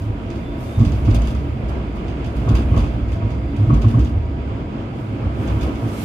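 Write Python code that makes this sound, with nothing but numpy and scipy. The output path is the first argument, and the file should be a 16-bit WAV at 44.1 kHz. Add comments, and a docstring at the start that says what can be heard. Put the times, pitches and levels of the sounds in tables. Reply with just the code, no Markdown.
"""Inside a rolling streetcar

In the cabin, two spaced microphones: resonant noise is the bogie and floor booming with wheel-rail roughness.
Gliding tones make rail-joint thumps and bogie bounces; noise bursts make loose panels and fittings rattle.
Behind lie a banded-noise roar, swelling air hiss, a converter's tone and one faint rising wheel squeal."""
import sys
import numpy as np
from scipy import signal
from scipy.fft import next_fast_len
from scipy.io import wavfile
from scipy.ndimage import uniform_filter1d, minimum_filter1d

SR = 44100
rng = np.random.default_rng(int(sys.argv[2]) if len(sys.argv) > 2 else 0)


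def materialize(psi):
    """Save the field psi as 16-bit PCM at rate SR to the path in sys.argv[1].

    A 1-D psi becomes a single channel; in a 2-D psi each row is a channel.
    """
    bounded = np.clip(np.atleast_2d(psi).T, -1, 1)
    quanta = np.round(bounded * 32767).astype(np.int16)
    wavfile.write(sys.argv[1], SR, quanta)


N = 266364   # samples

# Boom underfoot over time: [t/s, bogie level/dB, floor level/dB]
BODY_SHAKING = [(0.0, -27, -30), (0.43, -29.5, -33.5), (0.75, -32, -35.5), (0.82, -14, -26),
                (0.97, -19.5, -29), (1.24, -19.5, -29), (1.41, -30.5, -25.5), (2.02, -27, -33.5),
                (2.3, -25.5, -34.5), (2.64, -18.5, -30.5), (3.13, -23, -28), (3.55, -27.5, -31.5),
                (3.82, -18, -20), (3.99, -21.5, -21), (4.41, -27, -32.5), (4.63, -29.5, -30.5),
                (4.98, -37, -29.5), (5.43, -29, -25.5), (6.04, -35, -35)]
# Lowest bogie resonances: [f/Hz, width/Hz, relative level/dB]
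BOGIE_MODES = [(37.8, 91, -10), (49.7, 29.6, -3.5), (62.7, 47.6, -0.5), (78.5, 93, -7.5)]
# Lowest floor resonances: [f/Hz, width/Hz, relative level/dB]
FLOOR_MODES = [(107.4, 15.1, -6), (129.6, 15.4, -10)]
JOINT_DIP_DB = -1


def rumble():
    """Rail roughness keeps bogie and floor ringing; the floor's share dips while a wheel crosses a joint."""
    bogie_db, floor_db = in_time(BODY_SHAKING)
    crossing = 0
    for s, _, _, rise_s, hold_s, *_ in JOINT_THUMPS:
        crossing = crossing + blow(s - .03, rise_s, t60=0.42, hold_s=hold_s + 0.026)
    floor_db = floor_db + JOINT_DIP_DB * np.minimum(crossing, 1)
    bogie = amp(bogie_db) * evened(resonant_noise(BOGIE_MODES), share=0.57)
    floor = amp(floor_db) * evened(resonant_noise(FLOOR_MODES), share=0.29)
    return bogie + floor


# Wheels over rail joints, under the floor:
# [t/s, floor level/dB, floor f/Hz, build-up/s, hold/s, panel level/dB, steel level/dB]
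JOINT_THUMPS = [(0.048, -21, 107.6, 0.073, .005, -43, -70), (0.784, -9.5, 105, 0.016, 0.0055, -33, -44),
                (0.806, -5, 115, 0.02, 0.0092, -22, -39), (1.074, -9.5, 104.8, 0.024, 0.031, -23.5, -39.5),
                (1.139, -27, 109, 0.011, 0.038, -29, -44), (2.474, -16.5, 115, 0.012, 0.0065, -29.5, -36),
                (2.501, -11.5, 111, 0.017, .015, -26.5, -42), (2.532, -16, 104, 0.023, 0.0086, -41, -63),
                (2.712, -7.5, 104, 0.037, 0.0086, -32.5, -47), (2.736, -10.5, 105, 0.016, .005, -40, -39),
                (2.767, -12.5, 104, 0.018, 0.011, -29.5, -36),
                (3.218, -15.5, 104.6, 0.055, 0.014, -35, -42), (3.597, -12, 104.4, 0.012, 0.045, -49, -49),
                (3.67, -10.5, 117.5, 0.035, 0.012, -48, -59), (3.699, -15, 127, 0.015, 0.014, -25.5, -31.5),
                (3.729, -10, 135, 0.016, 0.0055, -26.5, -42), (3.841, -9, 108, 0.036, 0.013, -25.5, -40),
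                (3.94, -12, 120.3, 0.021, 0.034, -28.5, -40), (3.976, -22, 108, 0.015, .005, -27, -43.5),
                (4.152, -15.5, 93.4, 0.028, 0.013, -56, -59), (5.226, -17.5, 94, 0.056, 0.009, -37, -41.5),
                (5.384, -18, 102, 0.035, 0.0058, -55, -65), (5.498, -17.5, 109, 0.056, 0.039, -41, -44),
                (5.638, -34, 95, 0.022, .005, -59, -45), (5.821, -18, 114, 0.053, 0.0061, -35.5, -41)]
# Body panel resonances: [f/Hz, width/Hz, relative level/dB]
PANEL_MODES = [(164.8, 58, 2), (230.3, 27.5, 7), (288.4, 29, 3.5), (333.6, 24, -6.5), (370, 54, -10)]
# Steel resonances: [f/Hz, width/Hz, relative level/dB]
STEEL_MODES = [(517, 71, 5), (672, 110, 8.5), (876, 140, -8), (963, 150, 5.5), (1105, 110, 11.5),
               (1243, 50, 4.5), (1455, 45, -7.5), (1630, 310, -18)]
FLOOR_SAG_HZ_PER_S, FLOOR_T60_S = -60, .085


def thumps(rail):
    """Each joint swings the floor for a few cycles, strikes panels and steel, and leaves both shuddering."""
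    floor, strikes, shudder, clank = 0, 0, 0, 0
    for s, floor_level_db, hz, rise_s, hold_s, panel_db, steel_db in JOINT_THUMPS:
        push = blow(s - .015, rise_s, FLOOR_T60_S, hold_s)
        floor = floor + amp(floor_level_db) * swing(s, hz, FLOOR_SAG_HZ_PER_S, push).imag
        strikes = strikes + amp(panel_db) * struck(PANEL_MODES, s - .01, rise_s=1.15 * rise_s)
        strikes = strikes + amp(steel_db - 6.0) * struck(STEEL_MODES, s - .004, rise_s=.014)
        shudder = shudder + amp(panel_db) * blow(s - .01, rise_s=0.023, t60=0.6)
        clank = clank + amp(steel_db) * blow(s - .008, rise_s=0.013, t60=0.48)
    panels = evened(resonant_noise(PANEL_MODES), share=0.63)
    steel = evened(resonant_noise(STEEL_MODES), share=0.37)
    ringing = shudder * panels + clank * (steel + amp(-2) * rail)
    return two_ears(floor * np.sqrt(2), 0, 87) + amp(-3.0) * strikes + ringing


# Bogie bouncing on its springs, under the floor: [t/s, level/dB, starting f/Hz]
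SPRING_BOUNCES = [(0.776, -23, 59.6), (0.845, -15, 56.6), (0.92, -23, 62), (1.101, -13, 52.5),
                  (1.319, -17.5, 65.1), (1.618, -20, 57.8), (2.341, -23.5, 56.8), (2.51, -14, 55.2),
                  (2.759, -15.5, 50.9), (2.999, -19, 55.5), (3.251, -23.5, 53.6), (3.358, -20, 59.1),
                  (3.719, -14.5, 53.3), (3.98, -15, 62.5), (4.359, -25, 63), (5.239, -22.5, 61.6),
                  (5.47, -19, 63.5), (5.601, -21.5, 61.2)]
BOUNCE_RISE_S, BOUNCE_T60_S, BOUNCE_CLIMB_HZ_PER_S = 0.019, 0.95, 45.7


def bounces():
    """Each bounce on the springs is a deep swing that climbs in pitch as it settles."""
    heave = 0
    for s, level_db, hz in SPRING_BOUNCES:
        envelope = blow(s, BOUNCE_RISE_S, BOUNCE_T60_S)
        heave = heave + amp(level_db) * swing(s, hz, BOUNCE_CLIMB_HZ_PER_S, envelope, turn=rng.random())
    heave = heave * np.sqrt(2)
    return two_ears(heave.imag, heave.real, 85)


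# Loose fittings knocking in the cabin: [t/s, knock and clatter level/dB, top sizzle level/dB, build-up/s]
FITTING_KNOCKS = [(0.0194, -43, -71, .003), (0.3022, -37.5, -72, 0.0027), (0.35, -41, -65, .012),
                  (0.7901, -31, -66, 0.0097), (0.848, -32.5, -56, 0.0041), (0.919, -36, -79, 0.0027),
                  (1.049, -36.5, -68, .006), (1.0984, -35, -69, 0.0094), (1.145, -27.5, -47.5, 0.0031),
                  (1.2181, -35, -64, 0.0025), (1.245, -43, -56, .008), (1.271, -33.5, -54, .002),
                  (1.295, -48, -61, .008), (1.348, -40.5, -75, .003), (1.6844, -38, -56, 0.0057),
                  (1.95, -44, -60, 0.011), (2.0701, -37, -73, .015), (2.2437, -34.5, -69, 0.0043),
                  (2.2578, -48, -59, .006), (2.3542, -43, -55, 0.011), (2.3695, -46, -70, .003),
                  (2.489, -32, -57, .002), (2.551, -27.5, -49.5, 0.0018), (2.763, -35, -57, 0.0043),
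                  (2.776, -34.5, -58, 0.0027), (2.791, -38, -62, 0.0029), (2.85, -44, -77, 0.01),
                  (3.08, -39.5, -61, .01), (3.117, -39, -60, 0.0052), (3.3005, -39, -67.5, 0.0074),
                  (3.5625, -39.5, -61, 0.0037), (3.741, -34.5, -58, .003), (3.815, -34.5, -59.5, 0.0055),
                  (3.8815, -35.5, -56, 0.004), (3.905, -54, -62, .008), (3.9924, -34, -61.5, 0.0039),
                  (4.0461, -38, -65, .003), (4.094, -57, -66, 0.0022), (5.475, -32, -61, 0.0045),
                  (5.609, -31.5, -54, 0.0049), (5.63, -44, -59, 0.0075), (5.7476, -39, -67, 0.0055)]
# First ring of a knock: [f/Hz, width/Hz, relative level/dB]
TICK_MODES = [(2450, 640, -0.5), (3320, 240, -9.5), (4800, 550, -2), (6460, 940, 1), (7600, 900, -7.5)]
# Clatter spectrum: [f/Hz, relative level per Hz/dB]
CLATTER_SPECTRUM = [(600, -20.5), (1200, 1.5), (1900, -9.5), (3000, -15.5), (6000, -10.5), (10000, -26)]
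# Resonances of the fittings: [f/Hz, width/Hz, relative level/dB]
FITTING_MODES = [(2370, 270, -7), (2620, 1030, 11), (3470, 640, 8), (4720, 690, 6), (6070, 1100, -5),
                 (6930, 770, -6.5)]
# Spectrum of the sizzling top: [f/Hz, relative level per Hz/dB]
SIZZLE_SPECTRUM = [(6000, -33), (9000, 4), (12000, 0.5), (15900, -20)]
CLATTER_T60_S, SIZZLE_T60_S = 0.28, 0.25
SHARP_S = 0.003   # knocks that build up more slowly have a weaker first crack


def rattles():
    """A short metallic tick, then a ragged clatter of small contacts dying in the cabin."""
    knock, clatter, top = 0, 0, 0
    for s, level_db, top_db, rise_s in FITTING_KNOCKS:
        crack = min(1, SHARP_S / rise_s)
        tick = blow(s - .0005, rise_s=0.0014, t60=0.017, hold_s=0.0016)
        knock = knock + crack * amp(level_db) * tick
        clatter = clatter + amp(level_db) * blow(s, rise_s, CLATTER_T60_S)
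        first_sizzle = crack * blow(s - .0005, rise_s=0.00091, t60=0.03)
        sizzle_tail = amp(-3.0) * blow(s, rise_s, SIZZLE_T60_S)
        top = top + amp(top_db) * (first_sizzle + sizzle_tail)
    ragged = amp(1.6 * drift(70) + .6 * drift(20))
    tail = amp(-12.5) * banded_noise(CLATTER_SPECTRUM) + amp(-9.5) * resonant_noise(FITTING_MODES)
    ticks = amp(-7.5) * knock * resonant_noise(TICK_MODES)
    return ticks + ragged * (clatter * tail + top * banded_noise(SIZZLE_SPECTRUM))


# Rolling bed over time: [t/s, roar level/dB, cabin ringing level/dB]
ROLLING_LEVELS = [(0.0, -29, -39.5), (0.4, -28, -32.5), (0.99, -27, -33.5), (1.85, -28, -34),
                  (2.6, -25.5, -34.5), (3.55, -29.5, -31), (3.87, -28.5, -34.5), (4.12, -30, -34.5),
                  (4.8, -28, -35), (5.5, -25.5, -34), (6.04, -26, -31.5)]
# Spectrum of the rolling roar: [f/Hz, relative level per Hz/dB]
ROAR_SPECTRUM = [(28, -27), (45, -11), (120, -7), (170, -10), (280, -8), (400, -15.5), (670, -20),
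                 (900, -25), (1150, -23.5), (1800, -37.5), (2300, -33), (3300, -39.5), (4100, -51.5),
                 (5200, -52.5), (8000, -59.5), (15900, -86)]
# Cabin ringing under the roar: [f/Hz, width/Hz, relative level/dB]
CABIN_MODES = [(221, 23, -4), (283.8, 11.7, -4), (337.9, 18.5, -6), (665, 68, -11.5), (2107, 450, -19.5),
               (3480, 320, -29), (4756, 370, -30), (7000, 450, -43)]


def roar(rail):
    """Broad rolling noise of wheel on rail, with the cabin's resonances ringing under it."""
    roar_db, cabin_db = in_time(ROLLING_LEVELS)
    return amp(roar_db) * rail + amp(cabin_db) * resonant_noise(CABIN_MODES)


# Air hiss over time: [t/s, level/dB]
AIR_LEVELS = [(0, -53.5), (.12, -65.5), (.57, -63), (.61, -53), (1.3, -59), (1.55, -67), (2.2, -69),
              (2.5, -58.5), (2.9, -61), (3.1, -71.5), (3.8, -60), (4.05, -58.5), (4.15, -72), (4.85, -78),
              (5.0, -60.5), (5.3, -70), (5.43, -53.5), (5.75, -58), (6.04, -40.5)]
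# Spectrum of the air hiss: [f/Hz, relative level per Hz/dB]
HISS_SPECTRUM = [(2500, -3), (4000, -3.5), (8000, -6.5), (12000, -7.5), (15900, -21.5)]


def air_hiss():
    """Air is a bright band of noise that swells now and then."""
    level_db, = in_time(AIR_LEVELS)
    return amp(level_db) * banded_noise(HISS_SPECTRUM)


# Swells of the wheel squeal: [start t/s, loudest t/s, end t/s, level/dB]
SQUEAL_SWELLS = [(0.41, 0.475, 0.65, -50), (0.63, 0.7, 0.75, -52), (0.72, 0.768, 0.825, -49.5)]
SQUEAL_HZ, SQUEAL_CLIMB_HZ_PER_S = 3465, 470   # pitch at the first start, and its rise


def squeal():
    """A thin, rising whistle of wheel on rail."""
    t = np.arange(N) / SR
    swell = 0
    for s, top_s, end_s, level_db in SQUEAL_SWELLS:
        ramp = np.interp(t, [s, top_s, end_s], [0, 1, 0])
        swell = swell + amp(level_db) * np.sin(np.pi / 2 * ramp) ** 2
    hz = SQUEAL_HZ + SQUEAL_CLIMB_HZ_PER_S * (t - SQUEAL_SWELLS[0][0])
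    phase = 2 * np.pi * np.cumsum(hz + 8 * drift(15)) / SR
    return swell * amp(2.2 * drift(25)) * np.sin([phase, phase + 0.77])


# Converter tone, faint in the background: [f/Hz, level/dB]
CONVERTER_HUM = [(951.5, -51.5)]


def hum():
    """Converter tone, nearly steady in pitch, that swells and fades."""
    (hz, level_db), = CONVERTER_HUM
    wander_hz, waver_db = 1.2 * drift(4), 2.8 * drift(7)
    phase = 2 * np.pi * np.cumsum(hz + wander_hz) / SR
    return amp(level_db + waver_db) * np.sqrt(2) * np.sin([phase, phase + 1.2])


def swing(at_s, hz, climb_hz_per_s, envelope, turn=0):
    """Complex tone under an envelope, gliding in pitch and passing hz at at_s."""
    out, on = np.zeros(N, complex), np.flatnonzero(envelope)
    t = on / SR - at_s
    cycles = hz * t + climb_hz_per_s * t ** 2 / 2 + turn
    out[on] = envelope[on] * np.exp(2j * np.pi * cycles)
    return out


def struck(modes, at_s, rise_s):
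    """Every mode swells during the blow and rings out, with fresh strength and phase."""
    t, out = np.arange(N) / SR, np.zeros((2, N))
    near = slice(int(at_s * SR), int((at_s + .4) * SR))
    for hz, width_hz, level_db in modes:
        luck, turn, lean = rng.random(3)
        phase = 2 * np.pi * (hz * t[near] + turn)
        t60 = np.log(1000) / (np.pi * width_hz)   # a narrower mode rings longer
        wave = two_ears(np.sin(phase), np.sin(phase + 2 * np.pi * lean), hz)
        out[:, near] += amp(level_db + 6.0 * (luck + 0.5)) * blow(at_s, rise_s, t60)[near] * wave
    return out


def blow(at_s, rise_s, t60, hold_s=0):
    """Envelope that builds up smoothly, holds, then dies away by 60 dB in t60 seconds."""
    out, first, top_s = np.zeros(N), max(int(at_s * SR), 0), rise_s + max(hold_s, 0)
    last = min(N, first + int((top_s + 1.5 * t60) * SR))
    t = np.arange(first, last) / SR - at_s
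    build_up = np.sin(np.pi / 2 * np.clip(t / rise_s, 0, 1)) ** 2
    out[first:first + len(t)] = build_up * amp(-60 * np.maximum(t - top_s, 0) / t60)
    return out


def resonant_noise(modes):
    """Stereo noise through parallel resonances, each applied twice for steep skirts; rms 1."""
    out, settle = 0, SR // 2
    for hz, width_hz, level_db in modes:
        r = np.exp(-np.pi * width_hz / SR)
        section = [1, 0, -1, 1, -2 * r * np.cos(2 * np.pi * hz / SR), r * r]
        noise = rng.standard_normal((2, N + settle))
        mid, side = signal.sosfilt([section, section], noise)[:, settle:]
        out = out + amp(level_db) * two_ears(rms_one(mid), rms_one(side), hz)
    return rms_one(out)


def banded_noise(spectrum, flicker_db=.7):
    """Third-octave bands of stereo noise, each with its own level and flicker; rms 1."""
    out, together, edges = 0, drift(3), 26 * 2 ** (np.arange(29) / 3)
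    white = rng.standard_normal((2, 2, N))   # neighbouring bands take different noise
    for k, (low, high) in enumerate(zip(edges, edges[1:])):
        hz = np.sqrt(low * high)
        if spectrum[0][0] < hz < spectrum[-1][0]:
            band = signal.butter(2, [low, high], "band", fs=SR, output="sos")
            mid, side = signal.sosfilt(band, white[k % 2])
            flicker = flicker_db * (together + drift(12))
            out = out + amp(at_hz(spectrum, hz) + flicker) * two_ears(mid, side, hz)
    return rms_one(out)


def evened(x, share):
    """Part of the chance swell of a narrow noise is divided out; rms 1."""
    swell = np.abs(signal.hilbert(x.mean(axis=0), next_fast_len(N))[:N])
    return rms_one(x / (swell + 1.8) ** np.clip(share, 0, 1))


# Likeness of the two spaced microphones: [f/Hz, left-right correlation]
MIC_LIKENESS = [(60, .985), (215, .965), (300, .88), (470, .74), (650, .58), (730, .3), (820, -.45),
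                (1160, -.35), (1420, .25), (1650, 0), (15000, 0)]
# Balance of the two microphones: [f/Hz, left over right level/dB]
MIC_BALANCE = [(60, -1), (300, -1.5), (650, 1.5), (820, -2), (990, 4.5), (1300, -2), (1700, -11),
               (2000, -2.5), (2600, -9.5), (3400, -5.5), (4200, 4), (5300, -4.5), (8000, 0), (15000, -0.5)]


def two_ears(mid, side, hz):
    """Left and right microphone at one frequency, from a shared and an opposed part."""
    sign = np.array([[1], [-1]])
    alike = np.clip(at_hz(MIC_LIKENESS, hz), -1, 1)
    pan = amp(at_hz(MIC_BALANCE, hz) / 2 * sign)
    return pan * (np.sqrt(1 + alike) * mid + np.sqrt(1 - alike) * side * sign) / np.sqrt(2)


def drift(rate_hz):
    """Slow random wander around zero, rms about 1, drawn at every 40th sample."""
    r = np.exp(-80 * np.pi * rate_hz / SR)
    noise = rng.standard_normal(N // 40 + 2002)
    slow = signal.lfilter([1], [1, -2 * r, r * r], noise)[2000:]   # drop the filter's start
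    return np.interp(np.arange(N) / 40, np.arange(len(slow)), rms_one(slow))


def in_time(rows):
    """Each column of a curve at every sample."""
    s, *columns = np.transpose(rows)
    return [np.interp(np.arange(N) / SR, s, c) for c in columns]


def at_hz(points, hz):
    """Read a table on a log-frequency axis."""
    table_hz, values = np.array(points).T
    return np.interp(np.log(hz), np.log(table_hz), values)


def amp(db):
    """dB to gain."""
    return 10 ** (np.asarray(db) / 20)


def rms_one(x):
    """Scale to rms 1."""
    return x / np.sqrt(np.mean(x ** 2) + 1e-20)


def scene():
    """All sources as heard in the cabin; the roar and the joint clanks share one rail noise."""
    rail = banded_noise(ROAR_SPECTRUM, flicker_db=1.0)
    jolts = thumps(rail) + bounces() + rattles()
    return rumble() + jolts + roar(rail) + air_hiss() + squeal() + hum()


LIMIT = .88   # of full scale
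BASS_CUT_HZ, TOP_CUT_HZ = 31, 15750


def record(dry):
    """The deepest bass is lost, a limiter ducks the loudest moments, the top is cut."""
    bass_cut = signal.sosfilt(signal.butter(3, BASS_CUT_HZ, "high", fs=SR, output="sos"), dry)
    wanted = np.minimum(1, LIMIT / (np.abs(bass_cut).max(axis=0) + 1e-9))
    gain = uniform_filter1d(minimum_filter1d(wanted, size=881), size=881)   # eases in and out over 20 ms
    top_cut = signal.ellip(10, .5, 70, TOP_CUT_HZ, fs=SR, output="sos")
    return signal.sosfilt(top_cut, gain * bass_cut)


dry = scene()
out = record(dry)
materialize(out)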